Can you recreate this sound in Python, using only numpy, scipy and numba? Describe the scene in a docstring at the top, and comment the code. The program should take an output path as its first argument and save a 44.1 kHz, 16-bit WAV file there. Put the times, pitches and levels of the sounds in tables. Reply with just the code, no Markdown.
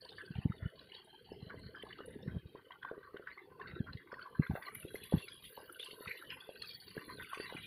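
"""Splashes stand out at once over water that trickles between the plants of a flooded field, on a hand-held phone.
Drops and bubbles ring pockets in the water and mud that keep opening and closing; they are swarms of fading sines
and noise cracks through drifting resonances. Each splash churns the water, which settles again.
Dull pushes knock the phone; as it turns, a fine spray of tiny pings on the leaves comes forward.
Far under the water lie a wavering low rumble, a faint hiss and the microphone's own hiss."""
import sys
import numpy as np
from scipy import signal
from scipy.fft import rfft, irfft
from scipy.io import wavfile
from scipy.ndimage import uniform_filter1d
from numba import njit

SR = 44100
rng = np.random.default_rng(int(sys.argv[2]) if len(sys.argv) > 2 else 0)


def file_out(sig):
    """Save sig as 16-bit WAV at sys.argv[1]."""
    # one column per channel
    cols = np.atleast_2d(sig).T
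    # limit, then scale
    lim = np.clip(cols, -1, 1)
    pcm = np.round(lim * 32767).astype(np.int16)
    wavfile.write(sys.argv[1], SR, pcm)


N = 337806
TIME = np.arange(N) / SR

# Levels in the tables are relative: each source adds its own trim, and the phone shapes the sum.

# The calm flow between splashes. Each row: time in seconds, levels of gurgle, trickle and patter in dB.
FLOW = [(0.0, -67.5, -59, -59.5), (0.51, -66.5, -60, -59.5), (1.04, -72, -66, -55.5),
        (1.36, -66, -69.5, -57.5), (1.85, -67.5, -54.5, -53.5), (2.13, -60, -61.5, -62),
        (2.54, -72.5, -77, -62), (2.98, -76, -60, -72), (3.6, -63.5, -62.5, -72), (3.8, -61, -54.5, -58),
        (4.05, -70.5, -57.5, -69.5), (4.54, -63.5, -51.5, -60.5), (5.27, -80, -70, -49),
        (5.63, -68.5, -62.5, -59), (6.16, -67, -54, -49), (6.85, -74, -64.5, -57.5),
        (7.15, -65.5, -46.5, -50.5), (7.66, -99, -54, -44.5)]
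# Resonant pockets of the deep gurgle. Each row: centre in Hz, width of each of two passes in Hz, level in dB.
GURGLE_POCKETS = [(471.6, 246, 5.5), (821, 400, -1.5)]
# Resonant pockets of the trickle. Each row: centre in Hz, width of each of two passes in Hz, level in dB.
TRICKLE_POCKETS = [(1139, 267, -5), (1553, 263, 2.5), (1983, 644, 2.5)]
# Resonant pockets of the patter. Each row: centre in Hz, width of each of two passes in Hz, level in dB.
PATTER_POCKETS = [(2522, 234, -5), (2924, 270, 1.5), (3422, 170, 1), (3860, 280, -2.5), (4276, 273, -4)]
# Finest drops of the patter. Each row: time in seconds, level in dB.
FIZZ = [(0.0, -55), (0.3, -65), (0.65, -82), (1.8, -77.5), (2.5, -83), (4.3, -83), (5.3, -73), (5.6, -69),
        (6.1, -76), (6.55, -65), (6.7, -47), (7.15, -70), (7.66, -67)]
# Splashes. Each row: start in seconds, level in dB, pitch of the main bubble in Hz,
# wash after it in dB relative to that level.
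SPLASHES = [(0.049, -34, 4540, -40), (0.0905, -32, 4190, -14.5), (0.183, -31.5, 1724, -10.5),
            (0.3528, -36, 2810, -12), (0.5202, -33, 1330, -40), (0.6214, -44.5, 1470, -5.5),
            (0.7931, -34, 4000, -16), (0.9194, -32, 2920, -14), (0.9476, -31, 3850, -15.5),
            (1.5008, -29.5, 1470, -16), (1.7487, -35.5, 1395, -17.5), (1.825, -32.5, 3080, -22),
            (1.866, -37, 1054, -20), (1.906, -37, 1740, -16.5), (1.9285, -32.5, 3000, -16.5),
            (1.988, -34.5, 1270, -22), (2.0035, -37, 1265, -23), (2.2756, -39.5, 1820, -8.5),
            (2.5553, -37, 1020, -14.5), (2.7065, -34, 1010, -12.5), (2.7204, -36, 3210, -24),
            (2.827, -37.5, 3300, -28), (2.831, -26.5, 1515, -22), (2.8484, -25.5, 1093, -16.5),
            (2.8856, -35.5, 1450, -16), (3.03, -38.5, 1540, -13), (3.1676, -31, 1510, -23),
            (3.169, -41, 3130, -21), (3.272, -27.5, 1500, -13.5), (3.3, -50, 2550, -2.5),
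            (3.375, -35.5, 1144, -16), (3.598, -32.5, 1066, -9), (3.6146, -29, 1760, -16),
            (3.6719, -37.5, 2080, -5.5), (3.6746, -39.5, 4360, -16), (3.712, -36.5, 2070, -30),
            (3.8704, -33.5, 1445, -19), (3.9315, -31, 4110, -18), (4.115, -37.5, 1500, -8),
            (4.1403, -31.5, 1840, -24), (4.1932, -29.5, 1420, -16), (4.215, -39, 3030, -13.5),
            (4.2625, -32, 1080, -14.5), (4.4212, -34, 2016, -9.5), (4.4643, -29, 1445, -26),
            (4.468, -40, 3460, -23), (4.509, -29.5, 820, -39), (4.5524, -42.5, 1690, 0),
            (4.6235, -31, 1934, -7.5), (4.627, -42, 3400, -23), (4.6826, -31, 1960, -14),
            (4.7517, -30, 2100, -19), (4.8276, -35, 2700, -17), (4.8845, -38.5, 2750, -36),
            (4.9551, -27.5, 2060, -20.5), (5.0335, -35.5, 2580, -10.5), (5.1215, -35, 918, -3.5),
            (5.1817, -29.5, 3380, -11), (5.2815, -32, 2250, -19.5), (5.285, -31.5, 3960, -20),
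            (5.44, -36, 3140, -8), (5.5747, -31.5, 933, -13.5), (5.696, -31.5, 1370, -20.5),
            (5.796, -25.5, 3330, -11), (5.8286, -26.5, 3560, -27), (5.8602, -29.5, 3170, -21),
            (5.909, -33, 3080, -17), (6.058, -30, 1336, -16), (6.0771, -29, 2570, -16),
            (6.113, -29.5, 2120, -20), (6.224, -33, 1380, -29), (6.3031, -29.5, 2460, -7.5),
            (6.6208, -22.5, 4240, -17), (6.636, -37, 1250, -19), (6.6907, -30, 4420, -8.5),
            (6.88, -33, 4520, -13), (6.978, -30, 1670, -16.5), (7.092, -33.5, 1830, -15.5),
            (7.224, -34.5, 1470, -21), (7.3317, -21.5, 1114, -17.5), (7.345, -30, 2440, -6.5),
            (7.3996, -31, 1870, -17), (7.4475, -33, 1910, -14.5), (7.4958, -34, 990, -8.5),
            (7.5672, -27.5, 2440, -19.5)]
# Big bubbles. Each row: start in seconds, level in dB, pitch at the start in Hz.
PLOPS = [(1.318, -44, 398), (1.542, -47, 450), (1.835, -45, 424), (2.004, -45.5, 433), (2.083, -49, 410),
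         (2.549, -46.5, 400), (2.913, -39.5, 460), (3.143, -45, 390), (4.129, -45.5, 494),
         (4.553, -38, 585), (4.85, -43, 350), (4.944, -39.5, 420), (5.124, -33.5, 483), (2.978, -47, 386),
         (3.158, -50, 398), (3.196, -48.5, 465), (5.578, -48, 497), (5.931, -50.5, 420), (6.007, -48, 410),
         (6.491, -43, 546), (6.967, -41, 410), (7.079, -51.5, 303), (7.185, -50.5, 420),
         (7.373, -48.5, 412), (7.399, -40, 386), (7.524, -45.5, 492)]
# Single drops striking leaves. Each row: start in seconds, level in dB, nominal pitch in Hz.
LEAF_TICKS = [(0.215, -57, 9500), (1.043, -56, 9050), (1.591, -57, 8750), (1.825, -52.5, 10500),
              (2.0587, -44.5, 10200), (2.104, -53, 9900), (4.747, -31, 12100), (4.797, -39, 10900),
              (4.946, -39, 11200), (5.036, -37, 11200), (5.723, -39.5, 10700), (5.794, -45, 10500),
              (5.843, -43, 9300), (6.078, -54, 11800), (6.6204, -44.5, 10000)]
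# Tiny bright bubbles. Each row: start in seconds, level in dB, pitch in Hz.
PLINKS = [(1.3254, -64, 5110), (1.7569, -66, 4900), (2.2248, -65.5, 5380), (3.2849, -73, 4830),
          (4.122, -62.5, 5160), (5.284, -52, 4840), (5.591, -62.5, 4880), (5.8444, -54, 4800),
          (6.3021, -56.5, 5030), (6.624, -46, 4350)]
# Fine spray on the leaves, forward as the phone turns. Each row: time in seconds, level in dB,
# centre in Hz, level of its highest sizzle in dB.
SPRAY = [(0, -81, 8980, -90), (0.27, -86, 9360, -93), (0.38, -87.5, 10070, -100), (3.9, -99, 9920, -100),
         (4.35, -85, 10600, -88), (4.62, -74, 11400, -64), (4.72, -72, 10400, -79),
         (4.85, -69.5, 10730, -85), (5.19, -66.5, 11180, -76), (5.33, -69.5, 10600, -83),
         (5.52, -68, 10500, -59), (5.65, -77.5, 11300, -70), (6.04, -66, 11340, -84),
         (6.2, -71, 11700, -73), (6.53, -76, 10820, -87), (6.68, -78, 10200, -66.5),
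         (7.35, -68.5, 10260, -71.5), (7.66, -73.5, 10260, -72)]
# Dull knocks on the phone. Each row: start in seconds, level in dB, nominal pitch in Hz.
KNOCKS = [(0.308, -32, 175), (0.361, -32.5, 106), (0.387, -25.5, 129), (0.457, -15.5, 159),
          (0.501, -24.5, 152), (0.629, -29, 107), (0.659, -26, 104), (1.429, -36.5, 162),
          (1.47, -38.5, 135), (1.575, -39, 149), (1.664, -36.5, 149), (2.164, -33.5, 250),
          (2.28, -26.5, 161), (2.368, -25, 140), (2.458, -40, 87), (3.737, -36.5, 128), (3.806, -21, 169),
          (3.953, -33, 133), (4.398, -13, 173), (4.5, -22, 165), (4.513, -28, 101), (4.537, -31, 172),
          (4.847, -38, 143), (5.141, -12.5, 175), (5.154, -27.5, 250), (5.172, -28, 134), (6.074, -41, 133),
          (6.979, -33, 212), (7.551, -33, 302)]
# Low rumble of air and hand. Each row: time in seconds, level in dB.
RUMBLE = [(0.0, -86), (0.53, -78), (1.0, -90), (1.19, -84), (1.54, -74), (1.92, -81), (2.35, -69),
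          (2.69, -90), (3.41, -88), (3.75, -71.5), (4.1, -85.5), (5.16, -80.5), (5.7, -90), (7.66, -82)]
# Colour of the steady background. Each row: frequency in Hz, relative level in dB.
HISS_COLOUR = [(25, -29.5), (150, -8.5), (420, 16), (750, -3), (1600, 9), (2500, 5.5), (3400, 3),
               (3800, -9), (4400, -4.5), (5200, -14.5), (10000, -22.5), (15500, -13)]
# Microphone response, with a deep hollow in the treble. Each row: frequency in Hz, gain in dB.
MIC = [(20, 7), (4400, -5), (5000, 1), (5800, -2), (6500, -1), (7200, -13), (8200, -3.5), (9400, -1.5),
       (11000, -2)]
# Colour of the microphone's own even hiss. Each row: frequency in Hz, relative level in dB.
MIC_HISS = [(100, -17), (4400, -0.5), (6000, -20), (7800, -10), (10000, -2), (12400, 3.5), (15500, -3.5)]

# a splash churns the water at once, mostly near its own pitch, and the water settles again
CHURN_RISE_S, SETTLE_S, CHURN_OCTAVES = 0.001, 0.066, 0.52
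# the water keeps reshaping each pocket: shift as a share of its pitch, and how often
POCKET_SHIFT, RESHAPES_PER_S = 0.048, 8
SPRAY_FOLLOWS = 0.07  # share of the patter's surge, in dB, that the spray follows
LEAD_S = 0.012  # time that a splash or tick has to swell before its peak
TOP_HZ = 15550  # the phone cuts the treble above this


def running_water(sway_db=6.5, open_db=-18):
    """Deep gurgle, trickling bubbles and pattering drops ring the pockets and surge after each splash."""
    gurgle = bubbles(264.2, 935, cycles=1.064, spread_db=15, count=1400)
    gurgle = scatter(gurgle, tail_s=0.14, wet_db=-5.5)

    spits = unit(band(drops(contact_s=0.0049, spread_db=17.5, count=520), 974, 1950, order=4))
    trickle = bubbles(882.4, 2282, cycles=2.5, spread_db=25, count=1700) + undb(-0.5) * spits
    trickle = scatter(trickle, tail_s=0.11, wet_db=-0.5)

    slaps = unit(band(drops(contact_s=0.0035, spread_db=15, count=800), 2200, 4500, order=6))
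    patter = slaps + undb(-2.5) * bubbles(2295.4, 4587, cycles=8, spread_db=17.5, count=1400)
    patter = scatter(patter, tail_s=0.22, wet_db=-3.5)

    # a little of each sound also reaches the microphone without ringing a pocket
    gurgle = pockets(gurgle, GURGLE_POCKETS, sway_db) + undb(open_db) * gurgle
    trickle = pockets(trickle, TRICKLE_POCKETS, sway_db) + undb(open_db) * trickle
    patter = pockets(patter, PATTER_POCKETS, sway_db) + undb(open_db) * patter

    gurgle_db = surge(curve(FLOW, axis=1), PLOPS, centre_hz=474, flow_db=5.5, churn_db=-13.5)
    trickle_db = surge(curve(FLOW, axis=2), wash_events(), centre_hz=1433, flow_db=-3.0, churn_db=-4.5)
    return stream(gurgle, gurgle_db) + stream(trickle, trickle_db) + stream(patter, patter_level())


def bubbles(low_hz, high_hz, cycles, spread_db, count):
    """A swarm of short-lived bubbles at random moments, most of them weak; each fades over a few cycles."""
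    out = np.zeros(N)
    for when, size, strength, life in rng.random((count, 4)):
        hz = low_hz * (high_hz / low_hz) ** size
        fall_s = cycles / hz * 2 ** (2 * life - 1)
        t = np.arange(-3 * fall_s, 6 * fall_s, 1 / SR)
        ring = swell(t, fall_s / 2, fall_s) * np.sin(2 * np.pi * hz * t)
        add(out, when * N / SR, undb(spread_db * strength ** 3) * ring)
    return unit(out)


def drops(contact_s, spread_db, count):
    """Drops land at random moments, each a brief crack of noise, most of them weak."""
    power = np.zeros(N)
    when, strength = rng.random((count, 2)).T
    np.add.at(power, (when * N).astype(int), undb(spread_db * strength ** 3) ** 2)
    # two equal decays in a row round off each crack's start
    keep = np.exp(-2 / (contact_s * SR))
    for _ in range(2):
        power = signal.lfilter([1], [1, -keep], power)
    return unit(np.sqrt(power) * rng.standard_normal(N))


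def pockets(x, modes, sway_db, rate=9):
    """Hollows ring with what falls in; each holds its pitch until reshaped, and opens and closes on its own."""
    out = np.zeros(N)
    for hz, width, db in modes:
        centre = hz * (1 + POCKET_SHIFT * held(RESHAPES_PER_S))
        once = resonate(x, centre, float(width))
        twice = resonate(once, centre, float(width))
        out += twice * undb(db + sway_db * walk(rate))
    return out


@njit
def resonate(x, hz, width):
    """State-variable band-pass with a moving centre, gain 1 there."""
    out, mid, low = np.empty(len(x)), 0., 0.
    for i in range(len(x)):
        g = np.tan(np.pi * hz[i] / SR)
        damping = np.pi * width / SR * (g + 1 / g)
        v = (mid + g * (x[i] + 1e-18 - low)) / (1 + g * (g + damping))
        mid = 2 * v - mid
        low = low + 2 * g * v
        out[i] = damping * v
    return out


def wash_events():
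    """The wash of each splash as (s, dB, Hz)."""
    return [(s, db + wash_db, hz) for s, db, hz, wash_db in SPLASHES]


def patter_level():
    """Level in dB of the patter, surging with the washes."""
    return surge(curve(FLOW, axis=3), wash_events(), centre_hz=2920, flow_db=-5.0, churn_db=-8.0)


def surge(calm_db, events, centre_hz, flow_db, churn_db):
    """Level in dB of one part of the water: the calm flow plus what the events churn up."""
    calm_power = undb(calm_db + flow_db) ** 2
    churn_power = undb(churn_db) ** 2 * churn(events, centre_hz)
    return 10 * np.log10(calm_power + churn_power)


def churn(events, centre_hz):
    """Power that (s, dB, Hz) events stir up in the part of the water that sounds around centre_hz."""
    power = np.zeros(N)
    t = TIME[:SR // 2]
    envelope = (1 - np.exp(-t / CHURN_RISE_S)) * np.exp(-t / SETTLE_S)
    for s, db, hz in events:
        nearness = np.exp(-(np.log2(hz / centre_hz) / CHURN_OCTAVES) ** 2)
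        add(power, s, nearness * (undb(db) * envelope) ** 2)
    return power


def stream(sound, level_db):
    """The flow carries a swarm at the given level; its running power is evened out so gaps stay filled."""
    x = unit(sound)
    running_power = uniform_filter1d(x ** 2, size=SR // 7)
    return undb(level_db) * x / np.sqrt(running_power + 0.072)


def fizz(fizz_db=-3):
    """The smallest drops fizz in one narrow band at the top of the patter."""
    fine = band(drops(contact_s=0.0048, spread_db=16, count=700), 4270, 4640, order=3)
    return stream(fine, curve(FIZZ) + fizz_db)


def splashes():
    """The splashes, plops and leaf ticks that stand out of the flow."""
    washes, rings, deep, ticks = np.zeros((4, N))
    for s, db, hz, wash_db in SPLASHES:
        wash, ring = splash(hz, wash_db, LEAD_S)
        add(washes, s - LEAD_S, undb(db) * wash)
        add(washes, s, undb(db - 17) * crack())
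        add(rings, s - LEAD_S, undb(db - 9.5) * ring)
    for s, db, hz in PLOPS:
        add(deep, s, undb(db + 7.0) * bubble(hz, cycles=5.6, glide=0.025, birth=0.5))
    for s, db, hz in LEAF_TICKS:
        add(ticks, s - LEAD_S, undb(db - 11.5) * leaf_tick(hz))
    ringing = pockets(washes, TRICKLE_POCKETS + PATTER_POCKETS, sway_db=6)
    washes = undb(-3.0) * ringing + undb(-4.5) * washes
    deep = scatter(deep, tail_s=0.35, wet_db=-9.0)
    return washes + rings + deep + scatter(ticks, tail_s=0.25, wet_db=-12.0)


def splash(hz, wash_db, lead_s, cycles=14, count=4):
    """Water slaps the surface, traps one main bubble, and falls back as droplets over a fading wash."""
    t = TIME[:SR // 5] - lead_s - .0025
    low_hz, high_hz = 0.624 * hz, min(1.218 * hz, 4600)
    slap, wash = (unit(band(noise, low_hz, high_hz, order=6)) for noise in rng.standard_normal((2, len(t))))
    out = undb(-17.0) * slap * swell(t, 0.0041, 0.00025)
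    out += undb(wash_db - 13.5) * wash * swell(t - .003, 0.0015, 0.041)
    for delay, size in rng.random((count, 2)):
        ping = bubble(hz * 1.178 ** (2 * size - 1), cycles, glide=0.056, birth=10.0)
        add(out, lead_s + delay * .05, undb(wash_db - 2.5 - 5.9 * delay) * ping)
    main_bubble = swell(t, 0.0016, 0.002) * np.sin(2 * np.pi * hz * t)
    return out, main_bubble


def crack():
    """The soft crack of water meeting water."""
    return burst(900, 3600, rise_s=.001, fall_s=.0025)


def burst(low_hz, high_hz, rise_s, fall_s):
    """A band of noise that swells quickly and dies away."""
    t = TIME[:SR // 5]
    envelope = (1 - np.exp(-(t / rise_s) ** 2)) * np.exp(-t / fall_s)
    return unit(band(rng.standard_normal(len(t)), low_hz, high_hz, order=4)) * envelope


def bubble(hz, cycles, glide, birth=0.59):
    """An air bubble pinches off, rings down and, with any glide, rises in pitch as it nears the surface."""
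    turn = np.arange(int(cycles * SR / hz) + 2) * hz / SR
    envelope = (1 - np.exp(-(turn / birth) ** 2)) * np.exp(-np.log(300) * turn / cycles)
    phase = 2 * np.pi * turn * (1 + glide * turn / cycles / 2)
    return envelope / envelope.max() * np.sin(phase)


def leaf_tick(hz):
    """A drop spreads on a leaf with a brief, bright tick."""
    t = TIME[:SR // 10] - LEAD_S
    noise = unit(band(rng.standard_normal(len(t)), .85 * hz, 1.12 * hz, order=4))
    return noise * swell(t - .004, .002, .0028)


def plinks(plink_db=5):
    """Tiny bubbles ping above the patter and linger among the stems."""
    out = np.zeros(N)
    for s, db, hz in PLINKS:
        add(out, s, undb(db + plink_db) * droplet(hz, fall_s=0.0046))
    return scatter(out, tail_s=0.46, wet_db=-5)


def droplet(hz, fall_s):
    """A tiny bubble pings at one steady pitch."""
    t = TIME[:SR // 30]
    envelope = (1 - np.exp(-(t / 0.00049) ** 2)) * np.exp(-t / fall_s)
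    return envelope * np.sin(2 * np.pi * hz * t)


def spatter(spatter_db=23, crack_db=25, scatter_db=3, flight_s=0.054, count=12):
    """Each splash cracks and flicks droplets onto the leaves in turn, heard as far as the spray is."""
    out = np.zeros(N)
    for s, db, hz, wash_db in SPLASHES:
        add(out, s, undb(db + crack_db) * burst(4800, 15000, rise_s=.003, fall_s=.006))
        for delay, size, strength in rng.random((count, 3)):
            ping = droplet(4700 * (10500 / 4700) ** size, fall_s=0.0062)
            ping_db = db + spatter_db + scatter_db * (2 * strength - 3.5)
            add(out, s + flight_s * delay ** 2, undb(ping_db) * ping)
    return scatter(out, tail_s=0.083, wet_db=7) * undb(curve(SPRAY))


def spray():
    """Mist sizzles on the wet leaves; the smallest droplets make a higher sizzle above it."""
    thrown_db = SPRAY_FOLLOWS * (patter_level() - curve(FLOW, axis=3))
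    leaves = mist(curve(SPRAY, axis=2), octaves=0.15, spread_db=21, count=3400)
    sizzle = mist(np.full(N, 13900), octaves=0.13, spread_db=21, count=2400)
    leaves_db = surge(curve(SPRAY) + thrown_db, LEAF_TICKS, centre_hz=11300, flow_db=5.5, churn_db=-23.0)
    sizzle_db = curve(SPRAY, axis=3) + thrown_db - 0.5
    return stream(leaves, leaves_db) + stream(sizzle, sizzle_db)


def mist(centre_hz, octaves, spread_db, count):
    """Many tiny droplets land at uneven strength, each with a ping of its own pitch near the centre."""
    out, cluster = np.zeros(N), undb(2.5 * walk(35))
    for when, pitch, strength in rng.random((count, 3)):
        i = int(when * N)
        ping = droplet(centre_hz[i] * 2 ** (octaves * (2 * pitch - 1)), fall_s=.0025)
        add(out, i / SR, cluster[i] * undb(spread_db * strength ** 4) * ping)
    return scatter(out, tail_s=0.2, wet_db=1)


def knocks(case_hz=390, case_db=-24):
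    """Each knock is one soft push on the phone; the hand shudders and the case hums briefly."""
    out, lead_s = np.zeros(N), .016
    t = TIME[:SR // 10] - lead_s
    for s, db, hz in KNOCKS:
        swing = (np.pi * .92 * hz * t) ** 2
        push = (1 - 2 * swing) * np.exp(-swing)
        shudder = unit(band(rng.standard_normal(len(t)), 110, 216)) * swell(t - .003, 0.0018, 0.0059)
        add(out, s - lead_s, undb(db - 4.5) * (push + undb(-15.0) * shudder))
        add(out, s, undb(db + case_db) * bubble(case_hz, cycles=7.8, glide=0))
    return band(out, 58, 3300)


def background():
    """A wavering low rumble of air and hand, and a faint, even hiss."""
    waver_db = 4 * walk(22)
    rumble = unit(band(rng.standard_normal(N), 67, 238)) * undb(curve(RUMBLE) + waver_db + 13.0)
    hiss = undb(-75.5) * unit(colour(rng.standard_normal(N), HISS_COLOUR))
    return rumble + hiss


def scatter(x, tail_s, wet_db):
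    """Stems and wet ground throw the sound back as a short, diffuse tail."""
    t = TIME[:SR // 3]
    tail = rng.standard_normal(len(t)) * np.exp(-np.log(1000) * t / tail_s)
    return x + undb(wet_db) * signal.fftconvolve(x, tail / np.linalg.norm(tail))[:N]


def swell(t, rise, fall):
    """Grows exponentially towards t = 0 and dies away after it; top 1."""
    envelope = np.exp(-np.logaddexp(-t / rise, t / fall))
    return envelope / envelope.max()


def walk(rate):
    """Slow chance: random levels, rate per second, joined by lines; rms near 1."""
    return np.sqrt(3 / 2) * np.interp(TIME * rate, np.arange(2048), rng.standard_normal(2048))


def held(rate):
    """Chance in steps: each random level holds for 1 / rate s on average, then quickly gives way."""
    step = np.cumsum(rng.random(N) < rate / SR)
    return uniform_filter1d(rng.standard_normal(2048)[step % 2048], size=SR // 80)


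def undb(db):
    """Decibels to gain."""
    return 10 ** (np.asarray(db) / 20)


def curve(table, axis=1):
    """One column of a table, joined by straight lines in time."""
    rows = np.array(table)
    return np.interp(TIME, rows[:, 0], rows[:, axis])


def unit(x):
    """Scale to rms 1."""
    return x / np.sqrt(np.mean(x ** 2))


def add(out, start_s, x):
    """Mix a short sound into a track."""
    i = int(np.clip(start_s * SR, 0, N - 1))
    out[i:i + len(x)] += x[:N - i]


def band(x, low_hz, high_hz, order=2):
    """Band-pass between two edges."""
    edges = [low_hz, min(high_hz, SR / 2 - 100)]
    return signal.sosfilt(signal.butter(order, edges, "band", fs=SR, output="sos"), x)


def colour(x, points, size=2048):
    """Causal filter through (Hz, dB) points, built from the cepstrum."""
    hz, db = np.transpose(points)
    grid = np.maximum(np.fft.rfftfreq(size, 1 / SR), 1)
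    cepstrum = irfft(np.log(undb(np.interp(np.log(grid), np.log(hz), db))))
    # folding the cepstrum forward in time gives minimum phase
    cepstrum[1:size // 2] *= 2
    cepstrum[size // 2 + 1:] = 0
    return signal.fftconvolve(x, irfft(np.exp(rfft(cepstrum))))[:len(x)]


def suppress(x, threshold_db=-8.5, depth_db=-8, size=768):
    """Noise suppressor: whatever does not stand above the average of its neighbourhood is turned down."""
    overlap = size * 3 // 4
    spectra = signal.stft(x, nperseg=size, noverlap=overlap)[2]
    power = abs(spectra) ** 2 + 1e-20
    # usual power: log average over nearby frames and frequencies
    usual = np.exp(uniform_filter1d(uniform_filter1d(np.log(power), size=70, axis=1), size=15, axis=0))
    present = uniform_filter1d(power, size=5, axis=1) + 1e-20
    opening = 1 / (1 + (undb(threshold_db) ** 2 * usual / present) ** 2)
    return signal.istft(spectra * undb(depth_db * (1 - opening)), nperseg=size, noverlap=overlap)[1][:N]


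def scene():
    """The whole field, in one channel."""
    water = running_water() + fizz() + splashes() + plinks()
    leaves = spatter() + spray()
    return (water + leaves + knocks() + background())[None]


def record(dry):
    """The phone suppresses steady noise, adds its own colour and faint hiss, and cuts the top."""
    hiss = undb(-83.5) * unit(colour(rng.standard_normal(N), MIC_HISS))
    heard = np.array([colour(suppress(x), MIC) + hiss for x in dry])
    return signal.sosfilt(signal.ellip(10, .2, 70, TOP_HZ, fs=SR, output="sos"), heard)


dry = scene()
out = record(dry)
file_out(out)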